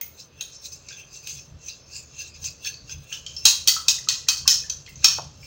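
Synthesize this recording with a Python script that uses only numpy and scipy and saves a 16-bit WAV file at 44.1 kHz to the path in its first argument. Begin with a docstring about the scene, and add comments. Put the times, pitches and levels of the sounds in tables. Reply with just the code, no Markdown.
"""In a small tiled kitchen a wire whisk stirs runny egg batter in a steel bowl on the counter.
At first the wires scrape the wall several times a second: slip noise drives broad resonances.
From about 3.4 s they strike it in bright clinks: noise bursts over decaying sine modes.
The batter plops and froths (gliding sines), the bowl rocks dully on the counter (low noise),
faint room noise stays steady, and the loudest clinks overload the microphone."""
import sys
import numpy as np
from scipy import signal
from scipy.fft import rfft, irfft
from scipy.io import wavfile
from scipy.ndimage import uniform_filter1d

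SR = 44100
rng = np.random.default_rng(int(sys.argv[2]) if len(sys.argv) > 2 else 0)


def pcm_store(signal):
    """Save signal as 16-bit PCM."""
    levels = np.round(np.clip(np.atleast_2d(signal), -1, 1) * 32767)
    wavfile.write(sys.argv[1], SR, levels.astype(np.int16).T)


N = 241094
T = np.arange(N) / SR

# Wire strikes on the bowl. Each row: start in seconds, relative level in dB, bowl rim in dB re level,
# wire tips in dB re level, 60 dB decay of the buzz in seconds, loop pitch in Hz, loop in dB re level.
BLOWS = [(0.012, -51, 4, 6, 0.018, 2220, 3), (.011, -50, -2, -5, 0.033, 6340, 7.5),
         (0.011, -50.5, -18, 11, 0.025, 15000, 18), (.408, -42, 3, 1.5, 0.011, 3740, 3.5),
         (0.409, -45.5, -12, -20, 0.028, 6430, 10), (0.72, -50.5, -18, -17, .02, 4900, 3.5),
         (.885, -40, -23, -22, 0.061, 2440, -12), (1.271, -38, -10, -4, 0.028, 2940, -7),
         (2.44, -37, -10, -14, 0.056, 6350, -10), (2.646, -39.5, -4.5, -15, .08, 4450, 2),
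         (2.74, -48.5, -19, -27, .02, 4550, 5), (2.894, -50.5, 4, -16, 0.033, 5020, 5.5),
         (3.125, -40, -1, -23, 0.11, 3060, 4), (3.263, -39, -15, -24, .015, 3110, 0.5),
         (3.365, -44.5, -6.5, -31, 0.098, 5300, 11), (3.4527, -8.5, -8.5, -7, 0.046, 3940, -8),
         (3.6738, -18, -12, -3.5, 0.015, 3230, -6.5), (3.681, -15, -11.5, -6.5, 0.069, 4560, -5.5),
         (3.882, -13.5, -10, -11.5, 0.035, 3890, -12), (4.086, -19, -8.5, -14, 0.048, 4150, -7.5),
         (4.285, -15.5, -7, -11.5, 0.028, 4520, -12), (4.378, -36.5, -22, -25, 0.0084, 4580, -1.5),
         (4.4762, -13.5, -8, -7, 0.015, 5250, -2), (4.5078, -21, -31, -16, 0.063, 5560, -3),
         (4.697, -31, -9.5, -13, 0.016, 6120, 2), (4.862, -50.5, 3, -19, 0.057, 4170, -2),
         (4.956, -55.5, -7, -19, .04, 6200, 9), (5.043, -10.5, -7, -11, 0.029, 5500, -4.5)]


def undb(db):
    """Decibels to gain."""
    return 10 ** (np.asarray(db) / 20)


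def unit(x):
    """Scale to rms 1."""
    return x / np.sqrt(np.mean(x ** 2))


def fade(t, t60_s):
    """Exponential decay, 60 dB down after t60_s."""
    return np.exp(-np.log(1000) * t / max(t60_s, 1e-3))


def add(out, start_s, x):
    """Mix x into out from start_s on."""
    i = max(int(start_s * SR), 0)
    out[i:i + len(x)] += x[:max(N - i, 0)]


def through(x, response):
    """Convolve, keeping the length."""
    return signal.fftconvolve(x, response)[:len(x)]


def colour(x, points, size=1024):
    """Minimum-phase filter with a spectrum of (Hz, dB) points, built by folding the cepstrum."""
    hz, db = np.transpose(points)
    f = np.maximum(np.fft.rfftfreq(size, 1 / SR), 1)
    log_gain = np.log(undb(np.interp(np.log(f), np.log(hz), db)))
    cepstrum = irfft(log_gain)
    cepstrum[1:size // 2] *= 2
    cepstrum[size // 2 + 1:] = 0
    return through(x, irfft(np.exp(rfft(cepstrum))))


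def resonate(x, peaks):
    """Drive (Hz, width Hz, dB) resonances; the t * exp envelope gives them steep skirts."""
    t = T[:SR // 20]
    response = np.zeros(len(t))
    for hz, width_hz, db in peaks:
        envelope = width_hz ** 2 * t * np.exp(-np.pi * width_hz * t)
        response += undb(db) * envelope * np.sin(2 * np.pi * hz * t)
    return through(x, response)


def wander(rate_hz, size=N):
    """Random levels, new ones rate_hz times a second, joined by straight lines."""
    knots = rng.standard_normal(N // 100)
    return np.interp(T[:size] * rate_hz, np.arange(len(knots)), knots)


def burst(t60_s, rise_s):
    """A short run of irregular contacts: noise that rises fast and decays."""
    t = T[:SR // 2]
    return rng.standard_normal(len(t)) * fade(t, t60_s) * (1 - np.exp(-t / rise_s))


def kitchen(t60_s=0.38, treble_t60_s=0.27, wet_db=3):
    """Response of the tiled room: direct sound, then uneven echoes that grow duller."""
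    t = T[:SR // 2]
    # hard tiles return the sound in clumps of a millisecond or two
    clumps = undb(3 * wander(700, size=len(t)))
    echoes = rng.standard_normal(len(t)) * clumps * (t > .002)
    low = signal.sosfiltfilt(signal.butter(2, 8000, fs=SR, output="sos"), echoes)
    tail = low * fade(t, t60_s) + (echoes - low) * fade(t, treble_t60_s)
    return (t == 0) + undb(wet_db) * tail / np.linalg.norm(tail)


def pluck(hz, width_hz, t60_s, room):
    """One damped resonance set going by a burst and heard in the room; rms 1 over its first 50 ms."""
    sound = through(resonate(burst(t60_s, rise_s=0.00022), [(hz, width_hz, 0)]), room)
    return sound / sound[:SR // 20].std()


def air(level_db=-58):
    """Faint steady noise of the room."""
    # Each row: frequency in Hz, level in dB.
    air_spectrum = [(40, -9.5), (120, -1.5), (260, -4.5), (550, -1.5), (750, -10), (1200, -9), (2000, -16),
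                    (5000, -13.5), (8000, -45), (16000, -35)]
    return undb(level_db) * unit(colour(rng.standard_normal(N), air_spectrum))


def counter():
    """The bowl and the leaning hand shake the worktop: low noise swells at each rock."""
    # Bowl tipping on the counter. Each row: time of the peak in seconds, level in dB.
    rocking = [(.36, -58), (1.36, -48.5), (1.535, -42.5), (2.4, -56), (2.46, -46.5), (2.84, -47),
               (2.97, -42), (3.5, -49), (4.46, -43), (4.57, -49), (5.0, -44.5), (5.235, -42.5)]
    # Spectrum of the worktop. Each row: frequency in Hz, level in dB.
    worktop = [(25, -34), (38, -34), (49, 2.5), (62, -10.5), (77, 8), (95, -5.5), (115, -1.5), (150, 0.5),
               (190, -15.5), (300, -20.5), (700, -65.5)]
    rock_s = 0.039  # time to tip, and as long to settle
    tremble_db, tremble_db_per_s = -58.5, 1.83  # trembling grows steadily
    rock_power = sum(undb(db) ** 2 * np.exp(-((T - s) / rock_s) ** 2) for s, db in rocking)
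    tremble = undb(tremble_db + tremble_db_per_s * T)
    shake = np.sqrt(rock_power + tremble ** 2)
    return shake * unit(colour(rng.standard_normal(N), worktop, size=8192))


def bowl_ring(t60_s=0.068):
    """Modes of the steel wall, damped by the batter; its sloshing shifts them from blow to blow."""
    # Ring of the bowl. Each row: frequency in Hz, level in dB before a random offset.
    bowl_modes = [(880, -17.5), (1060, -32), (1320, -16.5), (1540, -15), (2020, -16), (2475, -5), (2555, 0),
                  (3100, -4.5), (3245, 2.5), (3775, 6), (4015, 7.5), (4125, -9), (4330, 5.5), (4565, 7),
                  (4651, 2.5), (4905, 3), (5085, -26), (5230, -29), (5362, -20.5), (5550, 12), (5660, -13),
                  (5848, 0), (6375, 1), (6550, 6.5), (6657, 1.5), (7224, -23), (7585, 3), (8490, -20)]
    t = T[:SR // 2]
    size, shift, phase = rng.uniform(-0.95, 1, (3, len(bowl_modes), 1))
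    hz, db = np.transpose(bowl_modes)[:, :, None]
    shifted_hz = hz * (1 + .003 * shift)
    modes = undb(db + 4 * size) * np.sin(2 * np.pi * shifted_hz * t + np.pi * phase)
    return modes.sum(axis=0) * fade(t, t60_s) * (1 - np.exp(-t / 0.002))


def clink(levels_db, buzz_s, ring_db=-3, crack_db=-2):
    """Wires crack on steel and buzz, the bowl rings on; the strike point sets each region's share."""
    # Rim, wall, wires, wire tips. Each row: low edge in Hz, high edge in Hz.
    regions = [(2200, 3500), (3700, 5000), (5000, 7500), (9000, 16000)]
    # Dense resonances of the wire loops. Each row: frequency in Hz, level in dB.
    wire_spectrum = [(150, -25.5), (650, -42.5), (950, -23), (1450, -21), (2200, -29), (2550, -11),
                     (3550, -11), (4050, 0.5), (6600, 7), (8000, -11), (9000, -23.5), (13600, -32.5),
                     (15100, -15), (16000, -23)]
    wires = through(colour(burst(buzz_s, rise_s=0.0021), wire_spectrum), kitchen(wet_db=13))
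    t, contact_s = T[:len(wires)], .005  # first hard contact
    contact = np.where(t < contact_s, np.sin(np.pi * t / contact_s), 0)
    crack = colour(contact * rng.standard_normal(len(wires)), wire_spectrum)
    ring = through(bowl_ring(), kitchen(wet_db=-6.5))
    sound = unit(wires) + undb(ring_db) * unit(ring) + undb(crack_db) * unit(crack)
    attack = sound[:SR // 40]
    # gain that brings each region of the attack to its level
    shares = []
    for (low_hz, high_hz), db in zip(regions, levels_db):
        bandpass = signal.butter(4, (low_hz, high_hz), "band", fs=SR, output="sos")
        gain_db = db - 20 * np.log10(signal.sosfilt(bandpass, attack).std())
        shares += [(low_hz, gain_db), (high_hz, gain_db)]
    return colour(sound, shares)


def beating(level_db=-2, pings_db=-1):
    """Every blow of the whisk on the bowl, and the wet loops that ring broadly and briefly."""
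    wall_db = -4  # bowl wall re wires, in every blow
    loop_width_hz, loop_buzz_s = 374, 0.024
    clinks, loops = np.zeros(N), np.zeros(N)
    for start_s, db, rim_db, tips_db, buzz_s, hz, loop_db in BLOWS:
        add(clinks, start_s, clink(db + np.array([rim_db, wall_db, 0, tips_db]), buzz_s))
        ping = pluck(hz, loop_width_hz, loop_buzz_s, room=kitchen(t60_s=0.35, wet_db=0.0))
        add(loops, start_s, undb(db + loop_db) * ping)
    return undb(level_db) * clinks + undb(pings_db) * loops


def pressure(roundness=0.91):
    """Gains of wall, rim, hiss: sweeps over a light contact; a graze leads into each blow."""
    # Sweeps of the whisk along the wall. Each row: time of hardest pressure in seconds, level in dB,
    # swell time in seconds, rim ring in dB re level, fine hiss in dB re level (before the hiss trim).
    strokes = [(0.202, -39, 0.058, -16.5, -6.5), (.4, -52.5, 0.11, 1.5, -6), (.55, -42.5, 0.079, -22, -27),
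               (0.657, -34, 0.047, -17, -4), (0.729, -39, 0.056, -16, -5), (.93, -43, 0.11, -0.5, -11),
               (0.998, -42, 0.069, -3, -8.5), (1.158, -40.5, 0.083, -10, -11),
               (1.301, -34.5, 0.11, -8.5, -6), (1.39, -40.5, 0.055, -12, -13),
               (1.687, -33, 0.073, -10, -11.5), (1.963, -34, 0.091, -11, -11),
               (2.213, -33, 0.083, -6.5, -9.5), (2.36, -47.5, 0.072, -5.5, -15),
               (2.461, -28, .05, -12.5, -7), (2.673, -27, 0.054, -5, -8.5), (2.922, -36, 0.06, -8, -7),
               (3.042, -53, 0.047, -2, 3), (3.137, -33, 0.058, -4, -4), (3.29, -45.5, 0.075, -16, -21),
               (3.39, -43.5, 0.23, -10, -9), (4.9, -56, 0.054, 2.5, 4), (5.03, -43, 0.088, -6, -10),
               (5.454, -45.5, 0.094, -8, -4.5)]
    # Whisk resting lightly on the wall. Each row: start in seconds, end in seconds.
    touching = [(.5, 1.42), (1.7, 3.45), (4.8, 5.7)]
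    touch_db, touch_rim_db, touch_hiss_db = -57.5, -12.5, -19.5  # rim and hiss re touch
    swell_db, release_ratio = 22, 1.366  # rise within the swell time; fall time / swell time
    graze_db, graze_swell_s = -19.5, 0.016  # re the blow
    touch = sum(1. * ((T > start_s) & (T < end_s)) for start_s, end_s in touching)
    touch = uniform_filter1d(touch, SR // 20)
    touch_levels_db = touch_db + np.array([[0], [touch_rim_db], [touch_hiss_db]])
    power = undb(touch_levels_db) ** 2 * np.abs(touch)
    grazes = [(s, db + graze_db, graze_swell_s, rim_db, tips_db) for s, db, rim_db, tips_db, *_ in BLOWS]
    for peak_s, db, swell_s, rim_db, hiss_db in list(strokes) + grazes:
        away = np.maximum(peak_s - T, (T - peak_s) / release_ratio) / swell_s
        near = away < 4
        levels_db = db + np.array([[0], [rim_db], [hiss_db]])
        power[:, near] += undb(levels_db - swell_db * away[near] ** roundness) ** 2
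    return np.sqrt(power)


def slips(room, rate_hz, spread_db):
    """Dense tiny stick-slip ticks of uneven size, as the room returns them."""
    size_db = spread_db * np.minimum(rng.exponential(size=N), 4)
    sizes = undb(size_db) * rng.standard_normal(N)
    return through(sizes * (rng.random(N) < rate_hz / SR), room)


def rubbed(peaks, shift_db=6, shift_rate_hz=18):
    """Slips drive the resonances; as the contact point travels, one and then another takes the lead."""
    gains = np.array([undb(db + shift_db * wander(shift_rate_hz)) for _, _, db in peaks])
    voices = []
    for hz, width_hz, _ in peaks:
        ticks = slips(kitchen(wet_db=0.5), rate_hz=600, spread_db=2.5)
        voices.append(unit(resonate(ticks, [(hz, width_hz, 0)])))
    return (gains * np.array(voices)).sum(axis=0) / np.linalg.norm(gains, axis=0)


def scraping(hiss_db=-1, chatter_db=1):
    """Wet wires slip along the steel; each turn of the wrist presses them harder against it."""
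    # Resonances of rim and wall. Each row: frequency in Hz, width in Hz, mean level in dB.
    rim_peaks = [(1630, 107, -14), (2535, 260, 2.5), (2708, 146, 1.5), (3180, 200, -9.5), (3440, 200, -8.5)]
    wall_peaks = [(4050, 530, -1), (4450, 190, -10.5), (4907, 720, 2), (5380, 46, -2.5), (5640, 350, -1),
                  (6200, 230, 9.5), (6484, 500, 1), (6740, 200, -3), (7190, 940, -2.5)]
    # Hiss of the wire tips. Each row: frequency in Hz, level in dB.
    hiss_spectrum = [(4000, -49.5), (7000, -20.5), (8300, 8), (9500, -4.5), (11200, -7), (12700, -42),
                     (14000, 1.5), (15200, 9), (16000, 11)]
    wall_gain, rim_gain, hiss_gain = pressure()
    wall = wall_gain * rubbed(wall_peaks)
    rim = rim_gain * rubbed(rim_peaks)
    ticks = slips(kitchen(), rate_hz=1400, spread_db=5.0)
    hiss = hiss_gain * undb(hiss_db) * unit(colour(ticks, hiss_spectrum))
    # the loops take the load one after another
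    chatter = undb(chatter_db * wander(90))
    return chatter * (wall + rim + hiss)


def bubble(hz, cycles, glide):
    """An air pocket rings for some cycles and rises in pitch as it nears the surface."""
    t = T[:SR // 10]
    life_s = cycles / hz
    pitch_hz = hz * (1 + glide * np.minimum(t / life_s, 1))
    tone = np.sin(2 * np.pi * np.cumsum(pitch_hz) / SR)
    return tone * fade(t, life_s) * (1 - np.exp(-t / 0.00036))


def batter(froth_db=-34, count=7):
    """Single plops, a spray of small bubbles around every blow, scaled with it, and a gulp."""
    # Air pockets closing. Each row: start in seconds, initial pitch in Hz, level in dB.
    plops = [(0.908, 1558, -40), (2.655, 1658, -35.5), (2.894, 1520, -45), (3.121, 1630, -38),
             (3.69, 1950, -27), (3.765, 1285, -23), (3.984, 1920, -37.5), (4.073, 1240, -33.5),
             (4.105, 1900, -30.5), (4.307, 1256, -37), (4.456, 1086, -34), (4.508, 1830, -30.5),
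             (4.64, 1700, -38.5), (4.877, 2040, -36), (5.43, 2330, -37.5), (5.462, 1120, -35)]
    # Pockets pulled open by the whisk. Each row: start in seconds, pitch in Hz, width in Hz, level in dB.
    gulps = [(5.185, 960, 515, -37.5), (5.191, 676, 280, -42)]
    froth_db_per_blow_db, froth_lead_s, froth_spread_s = 0.91, 0.019, 0.058
    bubbles = np.zeros(N)
    for start_s, hz, db in plops:
        add(bubbles, start_s, undb(db) * bubble(hz, cycles=60, glide=.2))
    for blow_s, blow_db, *_ in BLOWS:
        for when, pitch, size in rng.random((count, 3)):
            small = bubble(950 * 2 ** (1.2 * pitch), cycles=36, glide=.25)
            start_s = blow_s - froth_lead_s + froth_spread_s * when
            level_db = froth_db + froth_db_per_blow_db * blow_db + 10 * size
            add(bubbles, start_s, undb(level_db) * small)
    out = through(bubbles, kitchen(wet_db=-2))
    for start_s, hz, width_hz, db in gulps:
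        gulp = pluck(hz, width_hz, t60_s=.04, room=kitchen(wet_db=-9))
        add(out, start_s, undb(db) * gulp)
    return out


def scene():
    """Whisk, bowl and batter in a small live room, one channel."""
    return (air() + counter() + beating() + scraping() + batter())[None]


def record(dry, ceiling=0.82, cut_hz=15850):
    """The microphone rounds the loudest peaks and cuts the top."""
    rounded = dry / (1 + (dry / ceiling) ** 4) ** (1 / 4)
    lowpass = signal.ellip(10, .2, 70, cut_hz, fs=SR, output="sos")
    return signal.sosfilt(lowpass, rounded)


dry = scene()
out = record(dry)
pcm_store(out)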